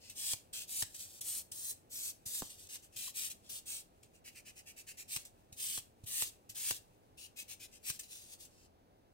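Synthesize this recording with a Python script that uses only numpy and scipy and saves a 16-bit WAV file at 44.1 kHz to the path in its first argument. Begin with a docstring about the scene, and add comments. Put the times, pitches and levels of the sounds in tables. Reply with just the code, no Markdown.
"""Small quiet room, a phone's stereo microphones close to a fingernail being rubbed with a padded block.
The block lands with a scuff; grit catches and hisses in single strokes, and some hard ones end in a
snap off the nail's edge and a soft finger thud. At 4.2 s comes a quick, even run, then four hard strokes
with snaps, a second run at 7.4 s and a last snap. By 8.6 s the hands rest, leaving low room tone.
Hand and table reflect the sound to the microphones differently on every stroke."""
import sys
import numpy as np
from scipy import signal
from scipy.fft import rfft, irfft, next_fast_len
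from scipy.io import wavfile
from scipy.ndimage import map_coordinates

SR = 44100
rng = np.random.default_rng(int(sys.argv[2]) if len(sys.argv) > 2 else 0)


def transcribe(signal):
    """Save signal, clipped to [-1, 1], as a 16-bit WAV file at the path in sys.argv[1]."""
    frames = np.atleast_2d(signal).T
    limited = np.clip(frames, -1, 1)
    pcm = np.round(limited * 32767).astype(np.int16)
    wavfile.write(sys.argv[1], SR, pcm)


N = 402633
TIME = np.arange(N) / SR

# single strokes: t/s, length/s, level/dB, speeding up/s, pressure change along it/dB, body/dB, rasp/dB
SINGLE_STROKES = [(0.0, 0.15, -58, 0.066, -5, 8.5, 10.5), (0.143, 0.21, -39, 0.067, 11.5, -2, 3),
                  (0.527, 0.13, -44, 0.017, -5.5, -0.5, 4), (0.673, 0.17, -39.5, .029, 11.5, -3.5, -0.5),
                  (1.22, 0.21, -39.5, 0.11, -6, -2.5, -2.5), (1.52, 0.22, -43.5, 0.048, 9, -2.5, -2),
                  (1.894, 0.23, -42.5, 0.064, 6.5, 1, 0.5), (2.254, 0.17, -41, .008, 8, 0, 0),
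                  (2.685, 0.093, -47, .01, 14, 4, 3), (2.817, 0.07, -60.5, 0.024, -9, 0, -3),
                  (2.917, 0.075, -60.5, .025, 1, 5, 0), (2.959, 0.16, -43.5, 0.0079, -1.5, 0, 1.5),
                  (3.137, 0.16, -39.5, 0.051, 0.5, 2.5, 1.5), (3.291, 0.046, -40.5, 0.027, 2, -4, -2),
                  (3.424, 0.085, -63, 0.037, 7, 1, 7), (3.489, 0.12, -45.5, 0.01, -1.5, -5, 0),
                  (3.654, 0.18, -43.5, 0.097, -19, -3.5, 0), (4.129, 0.075, -67.5, 0.022, 0, 3, 0),
                  (5.073, 0.11, -42, 0.047, 13, 2.5, 2.5), (5.56, 0.25, -39.5, 0.097, -1, 0.5, 0.5),
                  (6.058, 0.194, -38.5, 0.018, 13.5, 0.5, 0.5), (6.543, 0.192, -39, 0.026, 11.5, 1, 0.5),
                  (7.17, 0.11, -52.5, 0.014, 7.5, -3, 3), (7.824, 0.095, -42, .042, 25, 3, 2),
                  (8.502, 0.18, -69, 0.012, 6, 9, 8)]
# quick to-and-fro runs: from t/s, until t/s, beat/s, first, middle and last level/dB, body/dB, rasp/dB
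QUICK_RUNS = [(4.239, 5.02, 0.10395, -52, -54, -47, 6.3, 1.5),
              (7.357, 7.78, 0.1176, -45.5, -47, -58, 1.3, 2.8)]
# slips off the nail's edge: t/s, snap/dB, nail knock/dB, finger thud/dB, thud f/Hz, snap decay/s, run-on/dB
EDGE_SLIPS = [(0.334, -30.5, -44, -44.5, 120, .0017, -64.5), (.8239, -28.5, -42.5, -42.5, 117, 0.0033, -66),
              (2.421, -32.5, -33.5, -36, 209, .0018, -53), (2.757, -42.5, -62, -75, 115, 0.0033, -70),
              (5.163, -25.5, -57, -46, 135, 0.0024, -56), (5.777, -36, -43.5, -49, 115, .0036, -69),
              (6.2227, -26.5, -42, -48.5, 115, .0014, -45), (6.709, -27, -38.5, -45, 124, 0.0026, -48),
              (7.9, -31, -56, -44, 132, 0.0039, -52)]
# the block meets the nail: t/s, scuff level/dB, finger thud level/dB
BLOCK_LANDINGS = [(.094, -46, -72), (.94, -47, -75), (1.207, -39.5, -60), (1.514, -41.5, -58),
                  (2.26, -42.5, -49), (2.961, -50, -55), (3.493, -56, -64), (4.027, -58, -74),
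                  (5.247, -49.5, -69), (5.522, -51.5, -50.5), (6.035, -58.5, -42.5), (6.491, -45, -53.5),
                  (7.99, -41, -73), (8.447, -55.5, -80)]
# light drags between strokes, one contour each: t/s, level/dB
DRAG_CONTOURS = [
    [(0.86, -66), (0.888, -65), (0.934, -62), (0.954, -51.5), (0.978, -55.5), (1.006, -46.5), (1.056, -53),
     (1.072, -58.5), (1.2, -57)],
    [(2.45, -49), (2.468, -63), (2.478, -72), (2.504, -51), (2.57, -65), (2.598, -55.5), (2.666, -63.5),
     (2.674, -57), (2.68, -64)],
    [(8.03, -52), (8.076, -68), (8.116, -51), (8.274, -62.5), (8.338, -52), (8.378, -80), (8.406, -55.5),
     (8.46, -62.5), (8.49, -88)],
]
# spectrum of grit on nail: f/Hz, level/dB
GRIT_SPECTRUM = [(300, 8), (800, 13), (1400, -4.5), (2000, -6.5), (2700, -10), (3600, -7), (5000, -3.5),
                 (6300, 0.5), (8300, -3), (10500, -3.5), (13000, 0), (16000, -3)]
# spectrum of the snap off the edge: f/Hz, level/dB
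SNAP_SPECTRUM = [(300, -20.5), (1200, -11.5), (2600, -2.5), (4500, -3), (7500, -1.5), (10000, -9.5),
                 (16000, -5)]
# modes of the nail, damped by the finger: f/Hz, level/dB, t60/s
NAIL_RINGS = [(420, -1, .009), (760, 0, .010), (1080, -3, .009), (1600, -9, .007)]
# hollow between block and fingers, set by the grip, open to one side: t/s, f/Hz, Q, left minus right/dB
GRIP_HOLLOW = [(.15, 2640, 3, 0), (.53, 2540, 5, 0), (.7, 2640, 1.6, 0), (2.2, 2870, 1.53, 0),
               (2.95, 2660, 3.2, 1), (4.3, 2550, 5.4, -0.5), (5, 2600, 2.5, -0.5), (5.6, 2710, 3.5, -0.5),
               (6.6, 2700, 2.9, 1), (7.2, 2620, 9.6, 2.5), (7.8, 2470, 3.5, 2.5), (8.1, 2730, 2.2, 0.5)]
# resonance of the left and the right microphone port: f/Hz, width/Hz, level/dB
MIC_PORTS = [(8970, 1760, 6.5), (8100, 1500, 4.5)]
# response of the right microphone, facing away from the hand: f/Hz, level/dB
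OFF_AXIS_RESPONSE = [(200, 4), (1000, 3), (4000, -0.5), (6300, -3.5), (8500, 3), (11000, -1), (16000, -3)]
# spectrum of the room's air: f/Hz, level/dB
AIR_SPECTRUM = [(15, -33), (28, -7), (40, -7.5), (60, -8.5), (90, -2.5), (140, -9.5), (240, -10),
                (420, -11), (780, -13), (1100, -22.5), (2000, -31.5), (4000, -35), (8000, -40.5),
                (15500, -40.5)]


def rub(start, force, body_db, rasp_db, ring_hz=8250, ring_width_hz=1300, ring_gain_db=35):
    """Grit catches on the nail as the block judders; body lifts about 2 kHz, rasp about 4 kHz."""
    size, strength = len(force), np.sqrt(np.mean(force ** 2))
    grip_s, *grip_columns = np.transpose(GRIP_HOLLOW)
    hollow_hz, q, left_db = (np.interp(start, grip_s, column) for column in grip_columns)
    judder = undb(0.72 * tremor(size, rate_hz=69) + 1.15 * tremor(size, rate_hz=600))
    both, left, right = (hollow(grains(size, per_s=24000, spread_db=1.7), hollow_hz, q) for _ in range(3))
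    # the block hides part of the contact patch from each microphone
    grit = colour(both + 0.56 * np.array([left, right]), GRIT_SPECTRUM)
    # a firmer rub has more fine hiss, neutral at -47.5 dB
    hiss_db = max(0.24 * (20 * np.log10(strength) + 47.5), -3.5)
    # the angle of the block sets the brightness, with a notch inside the body
    brightness = [(1200, 0), (1800, body_db + 1.5), (2150, body_db - 4), (2600, body_db),
                  (3350, rasp_db - max(body_db, 0)), (4500, rasp_db), (8400, 0), (13000, hiss_db)]
    grit = unit(colour(grit, brightness))
    # the harder the block bears down, the more of the hiss gathers in the ring of the nail
    ring = undb(ring_gain_db) * force * resonance(grit, ring_hz * rng.uniform(1.0, 1.05), ring_width_hz)
    friction = unit((grit + ring) * force * judder) * strength
    balance = undb(left_db * np.array([[.5], [-.5]]))
    return near_paths(friction) * balance


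def stroke_force(length, rise_s, fall_s, db, press_db):
    """One stroke speeds up and slows, while its pressure changes by press_db along the way."""
    t = TIME[:int(length * SR)]
    speeding = np.sin(np.pi / 2 * np.clip(t / rise_s, 0, 1))
    slowing = np.sin(np.pi / 2 * np.clip((length - t) / fall_s, 0, 1))
    return speeding * slowing * undb(db + press_db * (t / length - .5))


def grains(size, per_s, spread_db):
    """Clicks of single grit grains: many small ones, a few large."""
    caught = rng.random(size) < per_s / SR
    clicks = caught * rng.standard_normal(size)
    return unit(clicks * undb(spread_db * np.minimum(rng.exponential(size=size), 4)))


def hollow(x, centre_hz, q):
    """The cavity under the fingers rings at its resonance and radiates very little below it."""
    s = 1j * np.fft.rfftfreq(len(x), 1 / SR) / centre_hz
    ring = s ** 2 / (1 + s / q + s ** 2)
    radiation = s ** 2 / (1 / 2 + s + s ** 2)
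    return irfft(rfft(x) * ring * radiation, len(x))


def single_strokes(fall_s=0.045):
    """The block crosses the nail close to the microphones, one stroke at a time."""
    out = np.zeros((2, N))
    for start, length, db, rise_s, press_db, body_db, rasp_db in SINGLE_STROKES:
        force = stroke_force(length, rise_s, fall_s, db, press_db)
        add(out, start, rub(start, force, body_db, rasp_db))
    return out


def quick_runs(moving_share=0.7, rise_share=0.45, press_db=2.0, return_db=-1):
    """Short strokes to and fro on a steady beat, lighter on the way back."""
    out = np.zeros((2, N))
    for first, until, beat, *contour_db, body_db, rasp_db in QUICK_RUNS:
        starts, length = np.arange(first, until, beat), moving_share * beat
        rise_s, fall_s = rise_share * length, (1 - rise_share) * length
        levels = np.interp(starts, np.linspace(first, starts[-1], 3), contour_db)
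        for k, (start, db) in enumerate(zip(starts, levels)):
            force = stroke_force(length, rise_s, fall_s, db + return_db * (k % 2 - .5), press_db)
            add(out, start, rub(start, force, body_db, rasp_db))
    return out


def edge_slips(onset_s=.0014, lead_s=.006, rebound_s=0.0076, rebound_db=-9.5):
    """The block lets go in a burst of grains and catches once more; nail knocks, fingertip thuds."""
    out = np.zeros((2, N))
    t = TIME[:SR // 12] - lead_s
    after = np.maximum(t, 0)
    for start, snap_db, knock_db, thud_db, thud_hz, decay_s, run_on_db in EDGE_SLIPS:
        burst = np.exp(np.minimum(t, 0) / onset_s - after / decay_s)
        for delay, gain in ((0, 1), (rebound_s, undb(rebound_db))):
            snap = unit(colour(grains(len(t), per_s=15000, spread_db=5.0), SNAP_SPECTRUM)) * burst
            knock = nail_knock(after)
            add(out, start + delay - lead_s, near_paths(gain * undb(snap_db) * snap))
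            add(out, start + delay - lead_s, gain * undb(knock_db) * knock)
        add(out, start - lead_s, undb(thud_db) * finger_thud(t, thud_hz))
        # the block runs on over the fingertip, easing off
        run_on = stroke_force(length=0.085, rise_s=0.007, fall_s=.04, db=run_on_db, press_db=-5)
        add(out, start, rub(start, run_on, body_db=-4, rasp_db=2))
    return out


def nail_knock(t):
    """The nail rings briefly; neighbouring modes swing opposite ways at its tip."""
    knock = np.zeros(len(t))
    for k, (hz, db, t60) in enumerate(NAIL_RINGS):
        mode = np.sin(2 * np.pi * hz * rng.uniform(1.0, 1.05) * t)
        knock += (-1) ** k * undb(db) * mode * np.exp(-np.log(1000) * t / t60)
    return knock


def finger_thud(t, hz, decay_cycles=0.67, lag_s=0.0025):
    """The fingertip swings back just after a push and is still within a few cycles."""
    cycles = hz * np.maximum(t - lag_s, 0)
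    return np.sin(2 * np.pi * cycles) * np.exp(-cycles / decay_cycles)


def landings(rise_s=0.0057, decay_s=0.016):
    """The block meets the nail: a sudden scuff that dies away, and a soft thud."""
    out = np.zeros((2, N))
    t = TIME[:SR // 12]
    scuff = np.minimum(t / rise_s, 1) * np.exp(-np.maximum(t - rise_s, 0) / decay_s)
    for start, scuff_db, thud_db in BLOCK_LANDINGS:
        add(out, start, rub(start, undb(scuff_db) * scuff, body_db=-1, rasp_db=-1))
        add(out, start, undb(thud_db) * finger_thud(t, hz=110))
    return out


def drags(edge_s=0.0067):
    """Between strokes the block stays on the nail and whispers over it."""
    out = np.zeros((2, N))
    for contour in DRAG_CONTOURS:
        times, levels = np.transpose(contour)
        start = times[0]
        force = stroke_force(times[-1] - start, edge_s, edge_s, db=2, press_db=0)
        force *= undb(np.interp(start + TIME[:len(force)], times, levels))
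        add(out, start, rub(start, force, body_db=1, rasp_db=2))
    return out


def squeak(start=3.076, length=0.011, hz=1080, db=-54):
    """One tiny soft squeak partway through a stroke."""
    out = np.zeros((2, N))
    t = TIME[:int(length * SR)]
    add(out, start, undb(db) * np.sin(np.pi * t / length) ** 2 * np.sin(2 * np.pi * hz * t))
    return out


def skin_rustle(db=-79, still_s=8.62, fade_s=0.054):
    """Fingers shift faintly against each other until the hands come to rest."""
    friction = [colour(grains(N, per_s=4200, spread_db=1), GRIT_SPECTRUM) for _ in range(2)]
    rustle = np.array([unit(hollow(side, centre_hz=2600, q=7.9)) for side in friction])
    moving = np.clip((still_s - TIME) / fade_s, 0, 1)
    return rustle * undb(db + 4 * tremor(N, rate_hz=18)) * moving


def near_paths(x, count=5, bounce_gain=.32, reach_s=.003, drift_s_per_s=.0006, right_lag_s=.0003):
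    """Direct sound and close bounces off hand and table, their paths drifting as the hands move."""
    x = np.pad(x * np.ones((2, 1)), ((0, 0), (0, SR // 100)))
    t = TIME[:x.shape[1]]
    channels = []
    for side, lag in zip(x, (0, right_lag_s * rng.random())):  # the left microphone is the nearer one
        delayed = lambda delay: map_coordinates(side, [(t - lag - delay) * SR], order=3)
        delays = reach_s * (np.arange(count) + rng.random(count) + 1 / 2) / count
        bounces = sum(rng.choice([-1, 1]) * delayed(delay + drift_s_per_s * rng.standard_normal() * t)
                      for delay in delays)
        channels.append(delayed(0) + bounce_gain * bounces)
    return np.array(channels) / np.sqrt(1 + count * bounce_gain ** 2)


def room(x, t60=0.25, wet_db=-12.5, first_echo_s=0.0041):
    """The walls of the small room return a short diffuse tail, unrelated left and right."""
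    t = TIME[:SR // 2]
    tail = rng.standard_normal((2, len(t))) * np.exp(-np.log(1000) * t / t60) * (t > first_echo_s)
    tail /= np.sqrt(np.sum(tail ** 2) / 2)
    tail = colour(tail, [(300, 0.5), (4000, 2.5), (9000, -1.0), (15000, -1)])
    return x + undb(wet_db) * signal.fftconvolve(x, tail, axes=1)[:, :N]


def microphones(x):
    """Each microphone port rings in the treble; the right one faces away from the hand."""
    hz = np.fft.rfftfreq(N, 1 / SR)
    ring = np.array([undb(db / (1 + (2 * (hz - centre) / width) ** 2)) for centre, width, db in MIC_PORTS])
    left, right = irfft(rfft(x) * ring, N)
    return np.array([left, colour(right, OFF_AXIS_RESPONSE)])


def room_tone(db=-66.5, left_lag_s=0.00048):
    """Low steady air noise reaches the microphones from the right, along with a diffuse share."""
    direct, left, right = colour(rng.standard_normal((3, N)), AIR_SPECTRUM)
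    diffuse = colour(np.array([left, right]), [(50, -3), (300, -3), (900, -3), (2000, 2)])
    air = np.array([np.roll(direct, int(left_lag_s * SR)), direct]) + diffuse
    return unit(air) * undb(db + 0.38 * tremor(N, rate_hz=4.1))


def tremor(size, rate_hz):
    """Smooth random unevenness with a spread near 1."""
    knots = rng.standard_normal(int(size * rate_hz / SR) + 2)
    return np.interp(np.arange(size) * rate_hz / SR, np.arange(len(knots)), knots)


def resonance(x, centre_hz, width_hz):
    """Two-pole band-pass, gain 1 at the centre."""
    return signal.lfilter(*signal.iirpeak(centre_hz, centre_hz / width_hz, fs=SR), x)


def colour(x, points):
    """Filter by a spectrum of points: f/Hz, level/dB."""
    size = next_fast_len(x.shape[-1])
    hz, db = np.transpose(points)
    gain = undb(np.interp(np.log(np.fft.rfftfreq(size, 1 / SR) + 1), np.log(hz), db))
    return irfft(rfft(x, size) * gain, size)[..., :x.shape[-1]]


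def undb(db):
    """Decibels to gain."""
    return 10 ** (np.asarray(db) / 20)


def unit(x):
    """Scale to an rms of 1."""
    return x / np.sqrt(np.mean(x ** 2))


def add(out, start, x):
    """Mix a sound in at a time in seconds."""
    i = max(int(start * SR), 0)
    out[:, i:i + x.shape[-1]] += x[..., :max(N - i, 0)]


def scene():
    """Hands close to the microphones, the small room and its quiet air behind."""
    hands = single_strokes() + quick_runs() + drags() + landings() + edge_slips() + squeak() + skin_rustle()
    return microphones(room(hands)) + room_tone()


def record(dry, top_hz=15800):
    """The phone cuts the top treble steeply."""
    return signal.sosfiltfilt(signal.ellip(10, .1, 60, top_hz, fs=SR, output="sos"), dry)


dry = scene()
out = record(dry)
transcribe(out)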